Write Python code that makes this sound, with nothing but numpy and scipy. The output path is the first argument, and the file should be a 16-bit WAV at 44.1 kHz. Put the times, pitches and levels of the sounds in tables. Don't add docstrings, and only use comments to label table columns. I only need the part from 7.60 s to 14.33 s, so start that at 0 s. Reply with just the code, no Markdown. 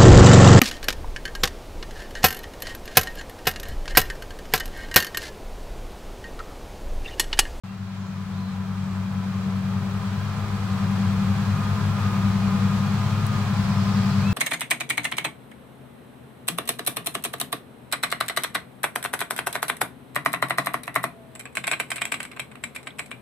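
import sys
import numpy as np
from scipy import signal
from scipy.fft import rfft, irfft, next_fast_len
from scipy.io import wavfile

SR = 44100
rng = np.random.default_rng(int(sys.argv[2]) if len(sys.argv) > 2 else 0)


def dump_mix(stems):
    frames = np.atleast_2d(stems).T
    limited = np.clip(frames, -1, 1)
    pcm = np.round(limited * 32767).astype(np.int16)
    wavfile.write(sys.argv[1], SR, pcm)


N = 296793
TIME = np.arange(N) / SR

# pitch in Hz, likeness (1 is the same, 0 is unrelated).
EAR_LIKENESS = [(25, .8), (60, .8), (95, .96), (180, .96), (350, .62), (600, .62), (1200, .75), (2000, .25),
                (4000, .02), (8000, -.08), (14000, -.15)]
# pitch in Hz, left minus right in dB.
EAR_BALANCE = [(25, 2.5), (60, 2.8), (100, 3.8), (140, 3), (200, 3.5), (330, .5), (600, -1.5), (1200, 0),
               (4000, .4), (8000, 1.3), (14000, .3)]
# pitch in Hz, relative strength in dB.
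BREEZE_COLOUR = [(10, -3), (25, 0), (35, 1), (55, 1), (90, -20)]
RUMBLE_COLOUR = [(20, -44), (42, -37), (52, -5), (75, -6.5), (100, 5.5), (125, -9.5), (145, 0.5), (180, 2),
                 (210, 2.5), (240, -12.5), (280, -26.5), (400, -34)]
RUSH_COLOUR = [(150, 2), (300, -6), (450, -4), (600, -3), (720, -1.5), (900, -1), (1050, 2), (1300, 0.5),
               (1500, -2.5), (1900, -7.5), (2500, -15), (4000, -34.5)]
HISS_COLOUR = [(1200, -4), (2300, 2), (3000, 0), (4200, -0.5), (5500, -5.5), (8000, -10), (10000, -19.5),
               (13000, -26), (16000, -27)]
SPRAY_COLOUR = [(3000, -17), (8000, -4), (10000, -1), (16000, -0.5)]
# start and length in seconds, top pitch in Hz, level in dB,
# share heard directly from 0 to 1.
WHISTLES = [(0.058, 0.083, 2740, -58, .7), (.51, 0.065, 2480, -54, .5), (0.699, 0.21, 4200, -54, 0.16),
            (6.494, .035, 4080, -46, .6), (6.618, 0.14, 2660, -40, 0.97), (6.658, 0.029, 4020, -44, 0.6)]
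# start and length in seconds, the pitches in Hz that
# each note falls from and to, peak level in dB.
TRILLS = [(0.36, 0.12, 7600, 4700, -60), (1.15, 0.12, 8400, 7100, -64), (5.919, 0.67, 5750, 3950, -46)]
# time in seconds, level before filtering in dB.
TICKS = [(5.667, -39)]
# time in seconds, rush level in dB,
# base level for hiss and snaps in dB.
LOUDNESS_RISE = [(0.06, -47.5, -57), (0.3, -47, -55.5), (0.76, -44.5, -54), (2.15, -40.5, -50.5),
                 (3.48, -37, -46.5), (4.5, -35.5, -45), (4.74, -36, -45), (5.65, -36, -44.5),
                 (6.33, -35.5, -43.5), (6.7, -35.5, -43.5)]
# time in seconds, crankshaft turns per second.
ENGINE_SPEED = [(0.0, 33.64), (0.34, 33.69), (0.67, 33.49), (1.68, 33.49), (2.36, 33.77), (3.03, 33.75),
                (4.04, 34.12), (6.73, 34.19)]
# multiple of the crank speed, level once faded up in dB, how strongly it
# follows the rise, extra dB when the engine faces the listener.
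EXHAUST_TONES = [(3, -27.5, 0.88, 1.5), (6, -31.5, 1.47, -1.2)]
# multiple of the crank or disc speed,
# level once faded up in dB, how fast it wavers in Hz.
ENGINE_TONES = [(2.5, -54, 1.5), (3.5, -37, 1.2), (4, -35.5, 0.2), (4.5, -39.5, 0.53), (5, -44, 1.2),
                (7, -53.5, 3.5), (10, -55.5, 2.4), (12, -51, 2.66), (20, -58, 3.1), (24, -52, 2.8),
                (29.5, -58, 5.4), (30, -54.5, 2.5), (39.74, -50.5, 4.8), (48.2, -55, 5.4),
                (71.8, -55.5, 23), (96.3, -58.5, 24), (118.5, -65, 23)]
DRIVE_TONES = [(1, -67, 1.1), (1.915, -38.5, 0.37), (3.04, -37.5, 1.25), (5.01, -53, 1.2),
               (8.02, -54.5, 2.35), (9.91, -54, 1.6), (12.03, -58, 1), (13.83, -59, 1.9),
               (16.15, -55.5, 2.5), (18.03, -57, 2.1), (20.96, -49.5, 3.8), (25.72, -57, 1.6)]
# time in seconds, difference in disc turns per second.
DECK_SLIP = [(0.0, 0.022), (1.9, 0.069), (2.9, 0.19), (6.73, 0.15)]
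# multiple of the disc speed, level once faded up in dB, how strongly it
BLADE_TONES = [(2, -36.5, 0.94, 0.83), (4, -27, 0.8, -0.8)]


def from_db(db):
    return 10 ** (np.asarray(db) / 20)


def rms_one(x):
    return x / np.sqrt(np.mean(x ** 2) + 1e-20)


def in_time(rows):
    times, *columns = np.transpose(rows)
    return [np.interp(TIME, times, column) for column in columns]


def at_hz(rows, hz):
    pitches, values = np.transpose(rows)
    return np.interp(np.log(np.maximum(hz, 1)), np.log(pitches), values)


def drift(rate_hz):
    keep = np.exp(-200 * np.pi * rate_hz / SR)
    noise = rng.standard_normal(N // 100 + 2002)
    slow = signal.lfilter([1], [1, -2 * keep, keep * keep], noise)[2000:]
    return np.interp(np.arange(N) / 100, np.arange(len(slow)), rms_one(slow))


def ear_gains(hz):
    return from_db(np.array([[1], [-1]]) * at_hz(EAR_BALANCE, hz) / 2)


def airborne(noises, colour):
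    size = next_fast_len(N)
    hz = np.arange(size // 2 + 1) * SR / size
    roll_off = 1 + (hz / colour[-1][0] / 2) ** 4
    mid, side = rfft(noises, size) * from_db(at_hz(colour, hz)) / roll_off
    alike = at_hz(EAR_LIKENESS, hz)
    spectra = np.sqrt(1 + alike) * mid + np.sqrt(1 - alike) * side * [[1], [-1]]
    pair = irfft(spectra * ear_gains(hz), size)[:, :N]
    return pair / np.sqrt(np.mean(pair.mean(0) ** 2))


def churn(colour, turns, pulsing, flutter_db, flutter_hz):
    swell = (1 + pulsing * np.cos(2 * np.pi * turns)) * from_db(flutter_db * drift(flutter_hz))
    return airborne(rng.standard_normal((2, N)) * swell, colour)


def tone(turns, multiple):
    hz = multiple * turns[-1] / TIME[-1]
    return np.sqrt(2) * np.sin(2 * np.pi * (multiple * turns + rng.random())) * ear_gains(hz)


def fading_tone(turns, multiple, fade_hz, steady):
    hz = multiple * turns[-1] / TIME[-1]
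    angle = 2 * np.pi * (multiple * turns + rng.random())
    stray = np.sqrt(1 - steady)
    mid = (np.sqrt(2 * steady) + stray * drift(fade_hz)) * np.sin(angle)
    mid += stray * drift(fade_hz) * np.cos(angle)
    alike = np.clip(at_hz(EAR_LIKENESS, hz), 0, 1)
    side = np.sqrt((1 - alike) / (1 + alike)) * drift(fade_hz) * np.cos(angle)
    return (mid + side * [[1], [-1]]) * ear_gains(hz)


def beat(cycles, second):
    return np.abs(1 + second * np.exp(2j * np.pi * cycles)) / np.sqrt(1 + second ** 2)


def breeze(level_db):
    return from_db(level_db / 2 - 60) * airborne(rng.standard_normal((2, N)), BREEZE_COLOUR)


def wood(sound, ring_s):
    tail = rng.standard_normal((2, SR)) * from_db(-60 * TIME[:SR] / ring_s)
    tail /= np.sqrt(np.sum(tail ** 2, axis=1, keepdims=True))
    return signal.fftconvolve(sound[None], tail, axes=1)[:, :N]


def bird_note(start, length, pitch):
    gone, note = (TIME - start) / length, np.zeros(N)
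    on = (gone > 0) & (gone < 1)
    swell = np.sqrt(2 * np.sin(np.pi * gone[on]))
    note[on] = swell * np.sin(2 * np.pi * np.cumsum(pitch(gone)[on]) / SR)
    return note


def birds(trill_step_s=0.078, trill_note_s=0.085):
    direct, scattered = np.zeros(N), np.zeros(N)
    waver = 1 + 0.009 * drift(59)
    for start, length, top_hz, db, share in WHISTLES:
        def arch(gone):
            from_top_s = (np.clip(gone, 0, 1) - 0.55) * length
            return waver * top_hz * 2 ** (-36 * from_top_s ** 2)
        note = from_db(db) * bird_note(start, length, arch)
        direct += np.sqrt(share) * note
        scattered += np.sqrt(1 - share) * note
    for start, length, from_hz, to_hz, peak_db in TRILLS:
        def fall(gone):
            return waver * (from_hz + (to_hz - from_hz) * gone)
        for since in np.arange(0, length, trill_step_s):
            db = peak_db - 36 * (since - 0.57 * length) ** 2
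            scattered += from_db(db) * bird_note(start + since, trill_note_s, fall)
    return direct + wood(scattered, ring_s=0.48)


def tick(width_s=0.0007):
    shape = sum(from_db(db) * np.exp(-((TIME - s) / width_s) ** 2 / 2) for s, db in TICKS)
    burst = shape * rng.standard_normal(N) + 1e-18
    ring = signal.lfilter(*signal.iirpeak(8700, 8, fs=SR), burst)
    treble_only = signal.butter(8, 8200, "high", fs=SR, output="sos")
    return signal.sosfilt(treble_only, 1.5 * burst + 4 * ring)


def rumble(disc, level_db, facing):
    gain = from_db(1.02 * level_db + 1.6 * facing - 33)
    return gain * churn(RUMBLE_COLOUR, disc, pulsing=0.097, flutter_db=0.5, flutter_hz=12)


def stalks(per_s, spread_db):
    sizes = from_db(spread_db * np.minimum(rng.exponential(1, (2, N)), 4))
    signs = rng.choice([-1, 1], (2, N))
    snapping = rng.random((2, N)) < per_s / SR
    return airborne(sizes * signs * snapping, HISS_COLOUR)


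def cut_grass(crank, disc, rush_db, hiss_db, level_db):
    rush = churn(RUSH_COLOUR, 2 * disc, pulsing=0.038, flutter_db=0.42, flutter_hz=11)
    hiss = churn(HISS_COLOUR, crank, pulsing=0.02, flutter_db=0.52, flutter_hz=12)
    spray = churn(SPRAY_COLOUR, crank, pulsing=0.02, flutter_db=0, flutter_hz=14)
    snaps = stalks(per_s=1400, spread_db=2)
    return (from_db(rush_db) * rush + from_db(hiss_db + 2) * hiss
            + from_db(0.97 * level_db - 56.5) * spray + from_db(hiss_db - 15.5) * snaps)


def gear_whine(crank, level_db, facing, teeth_per_turn=36.08, crest_s=5.05):
    since = TIME - crest_s
    cycles = 1.795 * since - 0.405 * since ** 2 / 2
    gain = from_db(1.5 * level_db + 6.5 * facing - 47.5) * beat(cycles, second=0.57)
    return gain * fading_tone(crank, teeth_per_turn, fade_hz=3.9, steady=0.94)


def engine(crank, level_db, facing):
    exhaust = sum(from_db(db + follows * level_db + extra_db * facing) * tone(crank, multiple)
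                  for multiple, db, follows, extra_db in EXHAUST_TONES)
    lesser = sum(from_db(db) * fading_tone(crank, round(2 * multiple) / 2, fade_hz, steady=0.54)
                 for multiple, db, fade_hz in ENGINE_TONES)
    return exhaust + from_db(1.08 * level_db) * lesser


def discs(disc, level_db, lined_up_s=4.167):
    slip = np.cumsum(in_time(DECK_SLIP)[0]) / SR
    slip -= np.interp(lined_up_s, TIME, slip)
    drone = sum(from_db(db + follows * level_db) * beat(multiple * slip, second) * tone(disc, multiple)
                for multiple, db, follows, second in BLADE_TONES)
    drive = sum(from_db(db) * fading_tone(disc, multiple, fade_hz, steady=0.34)
                for multiple, db, fade_hz in DRIVE_TONES)
    return drone + from_db(0.98 * level_db) * drive


def scene():
    crank = np.cumsum(in_time(ENGINE_SPEED)[0]) / SR
    disc = 1.42341 * crank
    rush_db, hiss_db = in_time(LOUDNESS_RISE)
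    level_db = rush_db - np.percentile(rush_db, 75)
    facing = 1 / (1 + ((TIME - 5.0) / 0.99) ** 4)
    noise = rumble(disc, level_db, facing) + cut_grass(crank, disc, rush_db, hiss_db, level_db)
    air = breeze(level_db)
    tones = engine(crank, level_db, facing) + gear_whine(crank, level_db, facing) + discs(disc, level_db)
    return air + birds() + tick() + noise + tones


def record(dry, start_s=0.035, cutoff_hz=15800):
    opened = dry * np.clip((TIME - start_s) / 0.002, 0, 1)
    return signal.sosfilt(signal.ellip(12, 0.1, 90, cutoff_hz, fs=SR, output="sos"), opened)


dry = scene()
out = record(dry)
dump_mix(out)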